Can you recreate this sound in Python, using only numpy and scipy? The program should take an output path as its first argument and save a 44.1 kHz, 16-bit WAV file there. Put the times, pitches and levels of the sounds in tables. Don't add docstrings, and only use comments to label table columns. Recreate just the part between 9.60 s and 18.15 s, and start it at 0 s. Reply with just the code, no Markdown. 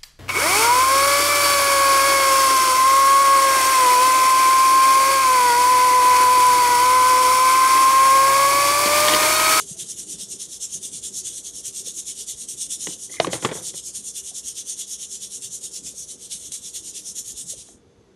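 import sys
import numpy as np
from scipy import signal
from scipy.fft import rfft, irfft
from scipy.io import wavfile
from scipy.ndimage import map_coordinates

SR = 44100
rng = np.random.default_rng(int(sys.argv[2]) if len(sys.argv) > 2 else 0)


def transcribe(signal):
    frames = np.atleast_2d(signal).T
    limited = np.clip(frames, -1, 1)
    pcm = np.round(limited * 32767).astype(np.int16)
    wavfile.write(sys.argv[1], SR, pcm)


def linear_from_db(decibels):
    return 10 ** (np.asarray(decibels, float) / 20)


N = 377055

# (frequency [Hz], density [dB per Hz])
MESH_SPECTRUM = [(1000, -39), (1900, -25.5), (2550, -20.5), (2900, -11.5), (3450, -4.5), (4100, -10),
                 (4950, -14), (5500, -6.5), (6900, -1.9), (7700, -6), (8700, -1), (10000, -3.5),
                 (10500, -8), (12400, -15.5)]
USUAL_STROKE_DB = -31


def rms_one(x):
    return x / np.sqrt(np.mean(x ** 2) + 1e-30)


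def curve(rows):
    s, db = np.transpose(rows)
    return np.interp(np.arange(N) / SR, s, db)


def drift(rate_hz):
    steps = np.arange(0, N + 32, 32)
    place = steps / SR * rate_hz * 2 % 3990
    slow = map_coordinates(rng.standard_normal(4000), [place], order=3)
    return np.interp(np.arange(N), steps, rms_one(slow))


def coloured(x, spectrum):
    hz, db = np.transpose(spectrum)
    grid_hz = np.maximum(np.arange(2049) * SR / 4096, 1)
    cepstrum = irfft(np.log(linear_from_db(np.interp(np.log(grid_hz), np.log(hz), db))))
    cepstrum[1:2048] *= 2
    cepstrum[2049:] = 0
    impulse = irfft(np.exp(rfft(cepstrum)))
    return signal.oaconvolve(x, impulse)[:N]


def cut(x, hz, kind):
    return signal.sosfilt(signal.butter(4, hz, kind, fs=SR, output="sos"), x)


def ring(clicks, hz, t60_s):
    r = np.exp(-np.log(1000) / (max(t60_s, 0.004) * SR))
    w = 2 * np.pi * hz / SR
    return signal.lfilter([0, np.sin(w)], [1, -2 * r * np.cos(w), r * r], clicks + 1e-18)


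def resonate(x, peaks):
    return rms_one(sum(linear_from_db(db) * rms_one(ring(x, hz, 2.2 / width_hz)) for hz, width_hz, db in peaks))


def grains(per_s, spread_db):
    sizes = linear_from_db(spread_db * np.minimum(rng.exponential(1, N), 3.6)) * rng.choice([-1, 1], N)
    return sizes * (rng.random(N) < per_s / SR)


def clicks_at(events, gain_db):
    clicks = np.zeros(N)
    clicks[[round(s * SR) for s, db in events]] = linear_from_db(np.array(events)[:, 1] + gain_db)
    return clicks


def patchy(x, patch_db, patch_hz, patch_s, size):
    hz, s, z = signal.stft(x, SR, nperseg=size)
    where = np.meshgrid(hz / patch_hz % 299, s / patch_s % 299, indexing="ij")
    field = map_coordinates(rng.standard_normal((300, 300)), where, order=1)
    return signal.istft(z * linear_from_db(patch_db * field), SR, nperseg=size)[1][:N]


def soft_notes(rows, t60_s, attack_s, rough):
    out = np.zeros(N)
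    t = np.arange(4096) / SR
    for (s, db, hz), draw in zip(rows, rng.standard_normal((len(rows), 4096))):
        shape = (1 - np.exp(-t / attack_s)) * linear_from_db(-60 * t / t60_s)
        wobble = 1 + rough * rms_one(cut(draw, hz * 0.16, "low"))
        at = round(s * SR)
        out[at:at + 4096] += linear_from_db(db + 8.5) * shape * wobble * np.sin(2 * np.pi * hz * t)
    return out


def room(x, t60_s, wall_hz):
    t = np.arange(SR // 2) / SR
    tail = cut(rng.standard_normal(len(t)), wall_hz, "low") * linear_from_db(-60 * t / t60_s) * (t > 0.006)
    return signal.oaconvolve(x, tail / np.sqrt(np.sum(tail ** 2)))[:N]


def air():
    # (frequency [Hz], density [dB per Hz])
    air_spectrum = [(300, -30), (500, -5.5), (700, -11.5), (1200, -13.5), (1900, -18.5), (3000, -21.5),
                    (5000, -23.5), (7000, -27.5), (9000, -31), (12000, -33)]
    return linear_from_db(-64.5) * rms_one(coloured(rng.standard_normal(N), air_spectrum))


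def motors():
    # (frequency [Hz], level [dB rms])
    mains_lines = [(59.2, -67.5), (118.8, -70), (473.7, -64)]
    # (frequency [Hz], relative level [dB])
    second_lines = [(195.3, -3), (293, -10.5), (390.6, -2)]
    # (time [s], level [dB])
    load = [(0.0, -64), (0.52, -55), (0.9, -60.5), (2.9, -61.5), (4.19, -60.5), (5.88, -61), (6.45, -64.5),
            (7.48, -63.5), (7.81, -76), (8.55, -66)]
    # (frequency [Hz], width [Hz], level [dB rms])
    whine_bands = [(3500, 160, -78), (6250, 320, -76), (4550, 150, -86)]
    t = np.arange(N) / SR
    mains = sum(linear_from_db(db + 1.0 + 0.8 * drift(2.2)) * np.sin(2 * np.pi * hz * t) for hz, db in mains_lines)
    waver_s = np.cumsum(1 + 0.0026 * drift(1.5)) / SR
    second = sum(linear_from_db(db + 2.5 + 1.7 * drift(3.5)) * np.sin(2 * np.pi * hz * waver_s)
                 for hz, db in second_lines)
    whine = sum(linear_from_db(db) * resonate(rng.standard_normal(N), [(hz, width_hz, 0)])
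                for hz, width_hz, db in whine_bands)
    return mains + linear_from_db(curve(load)) * second + whine


def counter_bumps():
    # (frequency [Hz], density [dB per Hz])
    bump_spectrum = [(18, -38), (30, -24.5), (54, -1.5), (188, -1.5), (357, -0.5), (389, -1), (417, -2.5),
                     (481, -8), (900, -23), (1170, -61.5), (1980, -120)]
    # (time [s], level [dB])
    hand_level = [(0.0, -51.5), (0.52, -53), (0.9, -56), (1.29, -53), (1.76, -54.5), (2.9, -55.5),
                  (3.62, -50.5), (3.86, -47), (4.0, -56.5), (5.52, -59.5), (5.88, -54), (7.48, -56),
                  (7.81, -53.5), (8.55, -58.5)]
    bumps = rms_one(coloured(rng.standard_normal(N) * linear_from_db(1.4 * drift(9)), bump_spectrum))
    bumps = patchy(bumps, patch_db=5.0, patch_hz=63.4, patch_s=0.05, size=2048)
    return bumps * linear_from_db(curve(hand_level) - 1.5)


def hand_contacts():
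    # (time [s], peak [dB], frequency [Hz])
    rim_taps = [(0.091, -53, 580), (0.606, -53, 564), (1.163, -55, 584), (2.009, -54, 567),
                (2.269, -49, 493), (4.298, -56, 586), (4.714, -53, 724), (6.261, -55, 616),
                (6.338, -51, 501), (7.933, -48, 560), (8.088, -56, 568)]
    # (time [s], peak [dB], frequency [Hz])
    jolts = [(0.111, -30, 157), (0.221, -37, 161), (0.539, -34, 180), (0.629, -38, 191), (0.949, -55, 91.5),
             (1.249, -46, 192), (2.079, -44, 127), (2.838, -46, 206), (4.385, -39, 209), (5.849, -47, 116),
             (6.039, -43, 353), (6.229, -44, 245), (6.748, -43, 174), (6.999, -46, 91.5), (7.199, -43, 102),
             (7.67, -47, 124), (7.979, -44, 92), (8.383, -43, 108)]
    tapping = soft_notes(rim_taps, t60_s=0.046, attack_s=0.0015, rough=0.99)
    return tapping + soft_notes(jolts, t60_s=0.05, attack_s=0.0092, rough=0.4)


def squeak():
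    # (time [s], peak [dB], frequency [Hz])
    slip_notes = [
        (3.494, -41.5, 1980),
        (3.522, -42, 2070),
        (3.539, -36.5, 2100),
        (3.552, -38, 2050),
        (3.567, -34, 2150),
        (3.581, -33.5, 2050),
        (3.538, -44, 1180),
        (3.553, -48, 1160),
    ]
    return soft_notes(slip_notes, t60_s=0.035, attack_s=0.005, rough=0.55)


def rattle():
    # (time [s], hollow [dB], scrape [dB], dying time [ms])
    wobbles = [(3.271, -36.5, -49, 280), (3.495, -47.5, -56, 280), (3.53, -63.5, -57.5, 560),
               (3.604, -29.5, -34, 320), (3.648, -40.5, -40.5, 200), (3.673, -35, -40.5, 340),
               (3.731, -32, -31, 270), (3.824, -31.5, -35, 300), (3.85, -33.5, -33, 370),
               (3.889, -43, -38, 180), (3.915, -40, -40, 200), (3.953, -40.5, -44.5, 470),
               (4.138, -44, -48, 120)]
    # (frequency [Hz], width [Hz], level [dB])
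    hollow_modes = [(176, 50, 3), (342, 40.4, 4), (507, 39, 0.5), (665, 109.5, -8.5)]
    # (frequency [Hz], width [Hz], level [dB])
    scrape_modes = [(1000, 600, 2.5), (2050, 620, -0.5), (1460, 600, -2.5), (3200, 1200, -5.5)]
    hollow = resonate(grains(per_s=600, spread_db=1.5), hollow_modes)
    scrape = cut(resonate(grains(per_s=2500, spread_db=3), scrape_modes), 700, "high")
    out = np.zeros(N)
    t = np.arange(SR) / SR
    for s, hollow_db, scrape_db, dying_ms in wobbles:
        at = round(s * SR)
        now = slice(at, at + SR)
        fade = np.minimum(t / 0.004, 1) * linear_from_db(-60000 * t / dying_ms)
        out[now] += fade * (linear_from_db(hollow_db) * hollow[now] + linear_from_db(scrape_db) * scrape[now] * fade ** 0.25)
    return out


def knocks():
    # (time [s], peak [dB], body [Hz], crack relative [dB], thump relative [dB])
    blows = [(3.2699, -24.5, 412, 0, -23), (3.283, -33, 330, -15, -2), (3.5994, -3.5, 672, -4.5, -37.5),
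             (3.6007, -37.5, 1920, 13.5, -30), (3.6073, -19.5, 920, -12, -33),
             (3.646, -12.5, 1100, -9, -23), (3.6693, -15, 516, -8.5, -24.5), (3.675, -16.5, 347, -31, -10),
             (3.7306, -15, 540, -3.5, -27), (3.741, -27, 480, -4, -20), (3.746, -29, 350, -15, -21),
             (3.824, -29, 333, -0.5, -6), (3.848, -10.5, 1117, 0, -34.5), (3.853, -20.5, 1390, 6, -9),
             (3.856, -15.5, 420, -12, -16), (3.889, -30, 2230, 2, -19), (3.9132, -27, 430, -1, -20),
             (3.9167, -16.5, 412, -20, -28), (3.9523, -25, 426, -11, -12), (4.139, -37.5, 390, -7, -11),
             (8.087, -47, 704, -5, -30)]
    # (frequency [Hz], density [dB per Hz])
    shell_spectrum = [(900, 4.5), (1500, -0.5), (2000, 4.5), (2500, 2.5), (3300, 4), (4300, -3),
                      (5000, -9.5), (5600, -5.5), (9000, -24.5), (20000, -62)]
    bodies, cracks = np.zeros(N), np.zeros(N)
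    t = np.arange(8192) / SR
    for (s, db, hz, crack_db, thump_db), draw in zip(blows, rng.standard_normal((len(blows), 8192))):
        contact_ms = 2.07 * (600 / hz) ** 0.55
        touch = t * 1000 / contact_ms
        contact = 1.3 * np.tanh(draw / 1.76) * np.minimum(touch * 2.5, 1) * np.exp(-touch * 0.67)
        note = np.sin(2 * np.pi * hz * t) * touch * np.exp(-touch)
        rough = ring(contact, hz * 0.9, 16 / hz) + ring(contact, hz * 1.5, 16 / hz)
        body = note / np.abs(note).max() + linear_from_db(-11.0) * rough / np.abs(rough).max()
        thump = np.sin(2 * np.pi * 178 * t) * t / 0.012 * np.exp(1 - t / 0.0093)
        at = round(s * SR)
        bodies[at:at + 8192] += linear_from_db(db - 2.5) * (body + linear_from_db(thump_db - 7.0) * thump)
        cracks[at:at + 8192] += linear_from_db(db + crack_db + 10.5) * contact
    return bodies + coloured(cracks, shell_spectrum)


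def snaps():
    # (time [s], peak [dB])
    hard_grains = [(1.1425, -22), (2.1835, -22), (2.3082, -15), (3.1549, -22), (3.3506, -25), (3.9992, -23),
                   (4.9024, -22), (5.6891, -28), (6.4441, -25), (8.093, -30)]
    return coloured(clicks_at(hard_grains, gain_db=7), MESH_SPECTRUM)


def strokes():
    # (pull time [s], pull level [dB], push time [s], push
    # level [dB])
    shakes = [(0.0, -29.0, 0.111, -33.5), (0.208, -29.0, 0.309, -29.5), (0.4, -31.0, 0.522, -30.5),
              (0.62, -31.5, 0.732, -31.5), (0.819, -31.5, 0.945, -32.5), (1.033, -28.0, 1.148, -29.5),
              (1.253, -29.5, 1.362, -31.0), (1.457, -30.0, 1.581, -26.5), (1.672, -31.0, 1.776, -32.5),
              (1.872, -34.5, 1.98, -32.0), (2.068, -28.5, 2.185, -28.5), (2.28, -29.5, 2.391, -29.5),
              (2.49, -29.0, 2.608, -30.0), (2.701, -28.0, 2.821, -32.0), (2.909, -30.0, 3.027, -27.0),
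              (3.13, -26.5, 3.234, -29.0), (3.32, -32.0, 3.44, -32.5), (3.536, -34.0, 3.64, -34.0),
              (3.741, -27.5, 3.852, -30.5), (3.958, -31.0, 4.079, -26.5), (4.173, -30.0, 4.277, -30.5),
            (4.367, -29.0, 4.483, -30.5), (4.575, -29.0, 4.684, -32.0), (4.773, -29.0, 4.886, -28.0),
            (4.987, -28.5, 5.104, -28.5), (5.206, -29.5, 5.328, -29.0), (5.428, -31.5, 5.54, -31.0),
            (5.641, -32.5, 5.75, -29.0), (5.849, -32.0, 5.948, -30.5), (6.048, -31.0, 6.162, -30.0),
            (6.271, -31.5, 6.416, -33.5), (6.509, -35.0, 6.645, -35.5), (6.728, -29.5, 6.862, -36.5),
            (6.948, -30.5, 7.076, -30.5), (7.163, -30.5, 7.285, -33.5), (7.37, -32.0, 7.49, -31.0),
            (7.585, -29.5, 7.698, -32.5), (7.795, -31.5, 7.914, -30.5), (7.996, -39.0, 8.097, -48.5)]
    s, db = np.reshape(shakes, (-1, 2)).T
    return s, db - USUAL_STROKE_DB, np.arange(len(s)) % 2 == 0


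def turns():
    # (time [s], level over the usual turn [dB])
    odd_turns = [
        (0.674, -3),
        (1.729, 4),
        (3.29, 12),
        (4.012, 5),
        (5.05, -3.5),
        (6.107, -1.5),
        (6.221, -4),
        (6.575, -5.5),
        (6.802, 2.5),
    ]
    s, strength_db, pull = strokes()
    gap_s, pull = np.diff(s), pull[1:]
    at_s = s[:-1] + gap_s * np.where(pull, 0.53, 0.46)
    db = np.where(pull, -47, -45) + 0.58 * strength_db[:-1]
    db -= 55 * (gap_s - 0.105)
    for odd_s, odd_db in odd_turns:
        db[np.argmin(np.abs(at_s - odd_s))] += odd_db
    return np.r_[at_s, 8.22], np.r_[db, -85]


def swing_level(roundness, linger):
    full_s, strength_db, _ = strokes()
    turn_s, turn_db = turns()
    s = np.c_[full_s, turn_s].ravel()
    db = np.c_[strength_db + USUAL_STROKE_DB, turn_db].ravel()
    place = np.interp(np.arange(N) / SR, s, np.arange(len(s)))
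    top = np.minimum(2 * np.round(place / 2), len(s) - 2)
    away = np.abs(place - top)
    fallen = (1 - linger) * away ** roundness + linger * np.sin(away * np.pi / 2) ** 2
    return np.interp(top + np.sign(place - top) * fallen, np.arange(len(s)), db)


def stroke_colour(pull_db, push_db, follows, chance_db):
    s, strength_db, pull = strokes()
    db = np.where(pull, pull_db, push_db) + follows * np.maximum(strength_db, -5)
    db = db + chance_db * rng.standard_normal(len(s))
    return np.interp(np.arange(N) / SR, s, db)


def sieve():
    # (time [s], peak [dB])
    slips = [(1.2281, -20), (1.4381, -29), (1.5854, -25), (2.8868, -19), (3.1074, -24), (3.335, -28),
             (5.8212, -21), (6.1357, -34), (6.9196, -16), (7.142, -24), (7.7745, -23)]
    # (time [s], level [dB])
    rim_sway = [(0, 1), (0.9, -1), (1.3, 1), (2.3, 1), (2.9, 0), (4.4, 0), (5.2, 0), (6.0, -1.5), (7.4, 0),
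                (8.55, 0.5)]
    rim_top_hz, top_from_hz = 4980, 7900
    level = linear_from_db(swing_level(roundness=1.91, linger=0.19) + 0.69 * drift(35) + 0.51 * drift(120))
    lumps = clicks_at(slips, gain_db=-15.5)
    level += signal.lfilter([1], [1, -np.exp(-1 / (0.0064 * SR))], lumps + 1e-18)
    rim_db = stroke_colour(pull_db=-11.5, push_db=-15.5, follows=-0.2, chance_db=1.3) + curve(rim_sway)
    top_db = stroke_colour(pull_db=-0.2, push_db=-3, follows=-0.52, chance_db=0.1)
    rasp = coloured(grains(per_s=14000, spread_db=1.5), MESH_SPECTRUM)
    rasp = patchy(rasp, patch_db=2.0, patch_hz=589.6, patch_s=0.05, size=512)
    rasp = patchy(rasp, patch_db=3.0, patch_hz=60.1, patch_s=0.09, size=2048)
    rim = rms_one(cut(rasp, rim_top_hz, "low")) * linear_from_db(rim_db + 2.5 + 1.1 * drift(25))
    mesh = rms_one(cut(cut(rasp, rim_top_hz, "high"), top_from_hz, "low")) * linear_from_db(-3.5)
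    top = rms_one(cut(rasp, top_from_hz, "high")) * linear_from_db(0.47 * top_db - 3.0)
    return level * (rim - mesh + top)


def scene():
    background = air() + motors() + counter_bumps() + hand_contacts()
    blows = knocks() + linear_from_db(-0.5) * squeak()
    clatter = blows + linear_from_db(-22) * room(blows, t60_s=0.15, wall_hz=5500) + rattle()
    shake = sieve() + snaps()
    shake = shake + linear_from_db(-20.5) * room(shake, t60_s=0.13, wall_hz=11000)
    mono = shake + cut(clatter, 103, "high") + background
    return np.array([mono, mono])


def band_limit(x):
    return signal.sosfilt(signal.butter(12, 12930, fs=SR, output="sos"), x)


def record(dry):
    # (treble level [dB], highest frequency kept [Hz])
    treble_edge = [(-60, 11600), (-46, 11850), (-36, 12050), (-30, 12250), (-24, 12750)]
    overload, band_hz = 1.8, 172
    hz, _, z = signal.stft(overload * np.tanh(dry / overload), SR, nperseg=1024)
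    treble_db = 10 * np.log10(np.sum(np.abs(z[0, hz > 5000]) ** 2, axis=0) + 1e-12)
    treble_db = treble_db + 1.5 * rng.standard_normal(z.shape[2])
    edge_hz = band_hz * np.round(np.interp(treble_db, *np.transpose(treble_edge)) / band_hz)
    mix = signal.istft(z * (hz[:, None] < edge_hz), SR, nperseg=1024)[1][:, :N]
    return band_limit(mix)


dry = scene()
out = record(dry)
transcribe(out)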